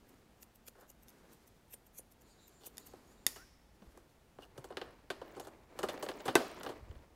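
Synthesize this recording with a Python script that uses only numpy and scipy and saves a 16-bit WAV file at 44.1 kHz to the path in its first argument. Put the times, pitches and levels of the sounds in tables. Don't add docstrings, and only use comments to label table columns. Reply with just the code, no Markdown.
import sys
import numpy as np
from scipy import signal
from scipy.fft import rfft, irfft, next_fast_len
from scipy.io import wavfile
from scipy.ndimage import map_coordinates

SR = 44100
rng = np.random.default_rng(int(sys.argv[2]) if len(sys.argv) > 2 else 0)


def to_wav(s):
    ch = np.atleast_2d(s).T
    pcm = np.round(np.clip(ch, -1, 1) * 32767)
    wavfile.write(sys.argv[1], SR, pcm.astype(np.int16))


N = 315315

TOP_HZ = 15700
SPAN = SR // 8
T = np.arange(SPAN) / SR
MIDDLE = T[-1] / 2

# [t/s, rattle time/s, body level/dB, clack over body/dB, edge over body/dB]
KNOCKS = [(2.936, 0.0025, -53, -23.5, -22), (3.36, 0.013, -55, -2, -7), (3.821, 0.0055, -63, -8, -39),
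          (3.975, 0.001, -59.5, -29, -10.5), (4.387, .001, -51.5, -45, -32),
          (4.578, 0.0074, -50, -12.5, -13.5), (4.643, 0.0074, -51.5, -8, -10.5),
          (4.704, 0.013, -47, -20, -31), (4.7705, 0.0064, -43.5, -1, -17.5), (4.815, .007, -45.5, -3, -25),
          (5.1025, 0.0077, -40.5, -0.5, -15), (5.216, 0.0081, -45, -16, -30), (5.367, 0.013, -47, -20, -23),
          (5.398, 0.0059, -47.5, -10, -8.5), (5.471, 0.0067, -51.5, -18, -12.5),
          (5.79, 0.0052, -42.5, -7, -10.5), (5.831, 0.0096, -42, -3.5, -9),
          (5.836, 0.0078, -34.5, -36, -30), (5.887, 0.012, -42, -2, -12), (6.026, 0.014, -40, -8, -11),
          (6.088, 0.0098, -41, -4, -16), (6.203, 0.0069, -52.5, -4.5, -19), (6.255, 0.018, -40, -9, -12),
          (6.28, 0.015, -33.5, -6, -20), (6.633, 0.0035, -53.5, -2, -3.5), (6.664, 0.0071, -42, -6.5, -28),
          (6.690, 0.016, -43.5, -9.5, -18.5)]
# [t/s, rattle time/s, body level/dB, clack over body/dB, edge over body/dB]
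CLACK = [(6.354, 0.0052, -22, -3.5, -13)]
# [f/Hz, width/Hz, level/dB]
TRAY = [(131, 84, -14), (272, 45, -1.5), (374.4, 190, 0.5), (488, 165, 5), (611, 144, 0), (756, 82, 0.5),
        (1154, 157, -7), (1241, 62, -2), (1645, 460, -6.5), (1900, 37, -13), (2907, 250, -10.5),
        (3580, 110, -5.5), (4230, 830, -17), (7210, 360, -40), (7660, 2800, -39)]
# [f/Hz, width/Hz, level/dB]
HEAVY = [(208, 170, -13.5), (331, 87, 3), (442, 75, -3), (558, 20, -20.5), (674, 89, -5), (900, 240, -4.5),
         (1240, 160, -7.5), (1532, 24, 3.5), (1704, 60, -1), (2024, 58, 2.5), (2650, 90, -4.5),
         (3650, 130, -3), (5780, 480, -16.5), (7950, 150, -9.5), (10700, 500, -21)]
# [start of hold t/s, hold length/s, level/dB]
HANDLING = [(4.557, 0.37, -56.5), (5.254, .23, -51.5), (5.81, .89, -44.5), (6.883, 0.098, -56)]


def amp(db):
    return 10 ** (np.asarray(db) / 20)


def unit(x):
    return x / np.sqrt(np.mean(x ** 2) + 1e-20)


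def burst(x, db):
    return x * amp(db) * np.sqrt(SR / 50 / (np.sum(x ** 2) + 1e-20))


def along(points, hz):
    f, v = np.transpose(points)
    return np.interp(np.log(hz + 1), np.log(f + 1), v)


def wobble(rate):
    knots = rng.standard_normal(int(N * rate / SR) + 4)
    return map_coordinates(knots, [np.arange(N) * rate / SR])


def filtered(x, response):
    size = next_fast_len(len(x) + SPAN)
    spectrum = rfft(x, size) * response(np.fft.rfftfreq(size, 1 / SR))
    return irfft(spectrum, size)[:len(x)]


def coloured(x, points):
    return filtered(x, lambda hz: amp(along(points, hz)))


def band(x, lo_hz, hi_hz, order=3):
    sos = signal.butter(order, [lo_hz, hi_hz], "band", fs=SR, output="sos")
    return signal.sosfilt(sos, x)


def ring(x, modes, direct_db):
    def response(f):
        total = amp(direct_db)
        for k, (centre, width, db) in enumerate(modes):
            resonance = 1j * f * width / (centre * centre - f * f + 1j * f * width)
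            total = total + (-1) ** k * amp(db) * resonance
        return total
    return filtered(x, response)


def grains(count, rate, spread_db):
    chance, size, sign = rng.random(count), rng.standard_normal(count), rng.standard_normal(count)
    return unit((chance < rate / SR) * amp(spread_db * size) * np.sign(sign))


def contact(rattle_s, first_db):
    force = grains(SPAN, 5000, 3.8) * np.exp(-T / max(rattle_s, 1e-4)) * (1 - np.exp(-T / 0.00028))
    force /= np.linalg.norm(force) + 1e-12
    force[0] -= amp(first_db)
    return force


def add(track, s, x):
    start = max(round(s * SR), 0)
    part = track[start:start + len(x)]
    part += x[:len(part)]


def bouts(rows, attack_s, release_s):
    t = np.arange(N) / SR
    gains = []
    for s, length, db in rows:
        before, after = np.maximum(s - t, 0), np.maximum(t - s - length, 0)
        gains.append(amp(db) * np.exp(-before / attack_s - after / release_s))
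    return np.max(gains, axis=0)


def moments(per_s):
    rows = []
    for start, length, db in HANDLING:
        slots = np.arange(start, start + length, 1 / per_s)
        for s, (late, size) in zip(slots, rng.random((len(slots), 2))):
            rows.append((s + late / per_s, db, 2 * size - 1))
    return [row for row in rows if row[0] < N / SR]


def air():
    # [f/Hz, level/dB]
    air_tone = [(59, -27), (100, -3.5), (202, -2.5), (239, -0.5), (283, -6), (424, -7), (891, -10),
                (1060, -13.5), (6020, -25), (12400, -29.5), (16000, -29.5)]
    # [t/s, level/dB]
    rumble_level = [(0.0, -70), (2.5, -71), (3.1, -68.5), (7.15, -67)]
    # [f/Hz, level/dB]
    rumble_tone = [(15, -9), (32, -4.5), (50, 4), (80, -4), (130, -6.5), (250, -29.5), (600, -79.5)]
    air_db = -68.5
    swell_s, swell_half_s, swell_db = 6.9, 0.13, 11
    t = np.arange(N) / SR
    rumble_db = np.interp(t, *np.transpose(rumble_level))
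    rumble_db = rumble_db + swell_db * np.exp(-((t - swell_s) / swell_half_s) ** 2)
    rumble = amp(rumble_db) * unit(coloured(rng.standard_normal(N), rumble_tone))
    return rumble + amp(air_db) * unit(coloured(rng.standard_normal(N), air_tone))


def room(x):
    # [f/Hz, time/s]
    decay_times = [(150, .5), (500, 0.34), (2000, 0.92), (6000, 0.53), (14000, 0.41)]
    # [f/Hz, level/dB]
    answer_tone = [(60, -11), (150, -20), (280, -0.5), (450, -8.5), (1000, -10), (3000, -14.5), (6000, -14),
                   (14000, -10.5)]
    hz, t, noise = signal.stft(rng.standard_normal(SR), SR, nperseg=256)
    decay = amp(-60 * t / along(decay_times, hz)[:, None]) * (1 - np.exp(-t / 0.0013))
    decay /= np.sqrt(np.sum(decay ** 2, axis=1, keepdims=True))
    tail = signal.istft(noise * decay, SR, nperseg=256)[1]
    tail /= np.linalg.norm(tail)
    flurry = band(grains(SPAN, 2500, 3), 1500, 13000, order=1) * T ** 2 * np.exp(-T / 0.0054)
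    add(tail, 0, amp(-2.0) * flurry / np.linalg.norm(flurry))
    return signal.fftconvolve(coloured(x, answer_tone), tail)[:N]


def bumps():
    # [t/s, f/Hz, level/dB]
    bump_rows = [(3.08, 58, -63), (3.822, 198, -57), (3.876, 50.5, -58), (4.589, 132, -53),
                 (6.831, 80, -53.5), (6.902, 68.6, -44.5), (6.965, 65, -51.5)]
    out = np.zeros(N)
    for s, hz, db in bump_rows:
        add(out, s - .003, burst(np.sin(2 * np.pi * hz * T) * T * np.exp(-T / 0.0059), db))
    return out


def cloth():
    # [f/Hz, level/dB]
    cloth_tone = [(71, -29), (120, -3.5), (360, 1.5), (598, -2), (812, -6.5), (899, -4), (1430, -14.5),
                  (2160, -10.5), (2490, -14), (3170, -23), (3660, -22), (14300, -39.5), (15500, -28)]
    rub_db, crinkle_db = -9, -22.5
    effort = bouts(HANDLING, attack_s=0.079, release_s=.16)
    push = wobble(51)
    rub = unit(band(coloured(grains(N, 2500, 2.8), cloth_tone), 205, 2000))
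    crinkle = unit(band(coloured(grains(N, 2900, 3.6), cloth_tone), 2400, TOP_HZ))
    return effort * (rub * amp(rub_db + 2 * push) + crinkle * amp(crinkle_db + 2.2 * push))


def flecks():
    per_s, centre_hz, decay_s = 91, 10040, 0.0009
    fleck_db, spread_db = -28, 6
    out = np.zeros(N)
    for s, db, size in moments(per_s):
        hz = min(centre_hz * np.exp(0.58 * rng.standard_normal()), rng.uniform(0.99, 1) * TOP_HZ)
        tick = np.sin(2 * np.pi * hz * T) * np.exp(-T / decay_s)
        add(out, s, burst(tick, db + fleck_db + spread_db * size))
    return out


def blows(rows, modes, direct_db, first_db):
    out = np.zeros(N)
    for s, rattle_s, db, clack_db, edge_db in rows:
        firm_db = first_db - 1100 * rattle_s
        weight = ring(contact(rattle_s, firm_db), modes, direct_db)
        chatter = ring(contact(rattle_s, firm_db - 7), modes, direct_db)
        body = burst(band(weight, 120, 1000, order=2), db)
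        clack = burst(band(band(weight, 1535, 5500), 550, 2730, order=1), db + clack_db)
        edge = burst(band(band(chatter, 6000, 15000), 2000, 10000, order=1), db + edge_db)
        add(out, s, body + clack + edge)
    return out


def jostle():
    per_s, rattle_s = 24, 0.0027
    touch_db, spread_db = -13.5, 11
    clack_db, edge_db = -5, -25
    rows = []
    for s, db, size in moments(per_s):
        rows.append((s, rattle_s, db + touch_db + spread_db * size, clack_db, edge_db))
    return blows(rows, TRAY, direct_db=-22, first_db=3)


def tools():
    light = blows(KNOCKS, TRAY, direct_db=-20, first_db=7)
    heavy = blows(CLACK, HEAVY, direct_db=-21, first_db=11)
    dull = band(heavy, 340, 900, order=1)
    add(heavy, .0152, amp(-10) * dull)
    add(heavy, .0493, amp(-15.0) * dull)
    return light + heavy


def squeaks():
    # [t/s, length/s, start f/Hz, end f/Hz, level/dB]
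    squeak_rows = [(2.272, 0.065, 7850, 7500, -74), (2.294, 0.058, 4830, 4400, -73),
                   (2.381, 0.036, 3920, 3810, -73), (3.363, 0.091, 1244, 1650, -59),
                   (4.416, 0.034, 2870, 2840, -59.5), (5.41, 0.032, 7100, 6700, -68)]
    out = np.zeros(N)
    for s, length, from_hz, to_hz, db in squeak_rows:
        progress = np.clip(T / length, 0, 1)
        waver = 1 + .055 * unit(band(rng.standard_normal(SPAN), 40, 700))
        hz = (from_hz + (to_hz - from_hz) * progress) * waver
        tone = np.sin(2 * np.pi * np.cumsum(hz) / SR)
        add(out, s, burst(np.sin(np.pi * progress) * tone, db))
    return out


def scrapes():
    # [middle t/s, half length/s, rub level/dB, hiss level/dB]
    scrape_rows = [(0.808, 0.071, -55.5, -66.5), (2.65, 0.034, -58, -57.5), (4.43, 0.041, -57.5, -62),
                   (4.849, 0.071, -51.5, -87), (5.27, 0.064, -59.5, -75), (5.45, 0.014, -57, -62),
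                   (5.797, 0.026, -48.5, -58.5), (5.942, 0.023, -47.5, -60.5), (6.649, 0.023, -46.5, -56)]
    out = np.zeros(N)
    for s, half, rub_db, hiss_db in scrape_rows:
        slips = grains(SPAN, 1600, 5) * np.exp(-((T - MIDDLE) / half) ** 2)
        sound = ring(slips, TRAY, direct_db=-25.0)
        rub = burst(band(sound, 150, 1800, order=2), rub_db)
        hiss = burst(band(sound, 2600, TOP_HZ, order=2), hiss_db)
        add(out, s - MIDDLE, rub + hiss)
    return out


def combing():
    # [start of hold t/s, hold length/s, level/dB]
    passes = [(0.02, 0.18, -67.5), (1.13, 0.18, -63), (2.26, 0.8, -68), (2.76, 0.28, -61.5),
              (3.85, 0.12, -66)]
    # [f/Hz, level/dB]
    pass_tone = [(88, -67), (150, 1.5), (346, 2), (540, -4.5), (595, -9), (766, -8), (1540, -13),
                 (1760, -14), (3220, -22), (3830, -23.5), (5440, -26.5), (6860, -26), (9540, -29.5),
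                 (12000, -28), (15500, -35.5)]
    sleeve_db, hair_db = -3, -12
    effort = bouts(passes, attack_s=0.1, release_s=0.27)
    folds, hairs = grains(N, 4000, 4.5), grains(N, 9000, 4)
    sleeve = unit(band(coloured(folds, pass_tone), 170, 3000, order=2))
    hiss = unit(band(coloured(hairs, pass_tone), 3500, TOP_HZ))
    sleeve_gain = amp(sleeve_db + 2.2 * wobble(25))
    hiss_gain = amp(hair_db + 2.4 * wobble(37))
    return effort * (sleeve * sleeve_gain + hiss * hiss_gain)


def strands(hz, width, count):
    wander_share, rough_hz = .3, 200
    pitches = [hz + width * wander_share * wobble(4) + rough_hz * wobble(630) for _ in range(count)]
    tones = [amp(7.9 * wobble(16)) * np.sin(2 * np.pi * np.cumsum(pitch) / SR) for pitch in pitches]
    return unit(sum(tones))


def teeth():
    # [start of hold t/s, hold length/s, level/dB]
    draws = [(2.26, 0.34, -74), (2.8, 0.094, -68), (3.12, 0.082, -73)]
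    # [f/Hz, width/Hz, level/dB]
    song_modes = [(3960, 200, -1.5), (4590, 250, -2.5), (6870, 766, 4.5), (7300, 300, -6.5),
                  (8730, 510, -8.5)]
    song = sum(amp(db) * strands(hz, width, count=4) for hz, width, db in song_modes)
    return unit(song) * bouts(draws, attack_s=.04, release_s=.06)


def comb_ticks(direct_db, first_db):
    # [t/s, level/dB]
    tick_rows = [(1.0834, -65.5), (1.103, -72), (2.771, -60), (2.781, -50), (3.2658, -29)]
    # [f/Hz, width/Hz, level/dB]
    comb_modes = [(1935, 300, 2.5), (3600, 150, 9.5), (4600, 250, 5), (5300, 350, 9), (6830, 550, 6.5),
                  (9670, 440, 10), (10680, 350, 8), (11800, 880, 9.5), (14400, 900, 3.5)]
    out = np.zeros(N)
    t = np.arange(SR // 2) / SR
    for s, db in tick_rows:
        struck = ring(contact(0.0019, first_db), comb_modes, direct_db)
        click = burst(band(struck, 1464, 11000, order=1), db)
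        push = burst(band(np.exp(-T / .00025), 40, 1100, order=1), db - 17.5)
        steel = unit(band(rng.standard_normal(len(t)), 5150, 5650, order=1))
        add(out, s, click + push)
        add(out, s, steel * amp(db - 30 - 60 * t / 0.91))
    return out


def hair_snaps(rise, count):
    when, pitch, size = rng.exponential(1, count), rng.standard_normal(count), rng.standard_normal(count)
    start = MIDDLE + 0.014 - rise * when[:, None]
    age = np.maximum(T - start, 0)
    hz = np.clip(10800 * np.exp(.25 * pitch), 4000, TOP_HZ)[:, None]
    pings = np.sin(2 * np.pi * hz * age) * np.exp(-age / .0013)
    return amp(3 * size - 3 * when) @ pings


def stroke(rise_s, db, rasp_db):
    # [f/Hz, level/dB]
    blade_tone = [(1300, -18.5), (2700, -6.5), (4000, -14.5), (6000, -2.5), (8500, -3.5), (10500, -7),
                  (12700, 5), (15500, -5)]
    grit_db, snaps_db = 2, -6
    swell = np.exp(np.minimum((T - MIDDLE) / (0.57 * rise_s), (MIDDLE - T) / 0.0019))
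    catches = amp(grit_db * unit(band(rng.standard_normal(SPAN), 60, 330, order=2)))
    slips = grains(SPAN, 3000, 3.5) * swell * catches
    steel = rng.standard_normal(SPAN) * np.exp(-T / .0016)
    bite = coloured(signal.fftconvolve(slips, steel)[:SPAN], blade_tone)
    rasp = burst(band(bite, 1000, 4500), db + rasp_db)
    bright = burst(band(bite, 6700, TOP_HZ), db + 3.2)
    return rasp + bright + burst(hair_snaps(rise_s, count=24), db + snaps_db)


def scissors():
    # [t/s, rise scale/s, stroke level/dB,
    # rasp over stroke/dB, click level/dB, ping level/dB, played 3 dB lower as energy over 20 ms]
    snips = [(0.4306, .018, -62.5, -9, -61.5, -88), (0.684, 0.015, -59, -3, -57.5, -83),
             (0.905, 0.017, -63.5, -10, -72, -89), (1.741, .024, -56.5, -6, -64, -53),
             (1.994, .03, -54, -12.5, -92, -55), (2.673, 0.014, -53.5, -13, -72, -61)]
    # [t/s, level/dB]
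    trims = [(0.093, -74), (1.095, -67), (1.333, -69), (1.479, -71), (2.221, -72.5), (2.481, -68),
             (2.872, -61.5)]
    bite_lead_s = 0.0021
    thud_db = -6.5
    ping_hz = 9280
    reopen_s, reopen_db = .128, -71
    out = np.zeros(N)
    for s, rise_s, db, rasp_db, click_db, ping_db in snips:
        add(out, s - bite_lead_s - MIDDLE, stroke(rise_s, db, rasp_db))
        click = burst(band(contact(0.0015, first_db=-3), 820, TOP_HZ, order=1), click_db)
        thud = burst(band(contact(0.011, first_db=16), 285, 640, order=2), db + thud_db)
        ping = np.sin(2 * np.pi * ping_hz * T) * amp(-60 * T / 0.028)
        add(out, s, click + thud + burst(ping, ping_db - 3))
    reopenings = [(s + reopen_s, reopen_db) for s, *_ in snips]
    for s, db in reopenings + trims:
        add(out, s - MIDDLE, stroke(rise_s=0.013, db=db, rasp_db=-9))
    return out


def scene():
    rubbing = scissors() + squeaks() + scrapes()
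    near = rubbing + comb_ticks(direct_db=-14, first_db=6) + tools()
    ticks = comb_ticks(direct_db=0, first_db=20)
    knocks = blows(KNOCKS, TRAY, direct_db=-5, first_db=24)
    clack = blows(CLACK, HEAVY, direct_db=0, first_db=28)
    reverb = room(amp(-10) * rubbing + amp(-5) * ticks + knocks + amp(-1.4) * clack)
    hands = cloth() + combing() + teeth() + jostle() + flecks()
    return (near + reverb + hands + bumps() + air())[None]


def record(dry):
    return filtered(dry[0], lambda hz: 1 / np.sqrt(1 + (hz / TOP_HZ) ** 160))[None]


dry = scene()
out = record(dry)
to_wav(out)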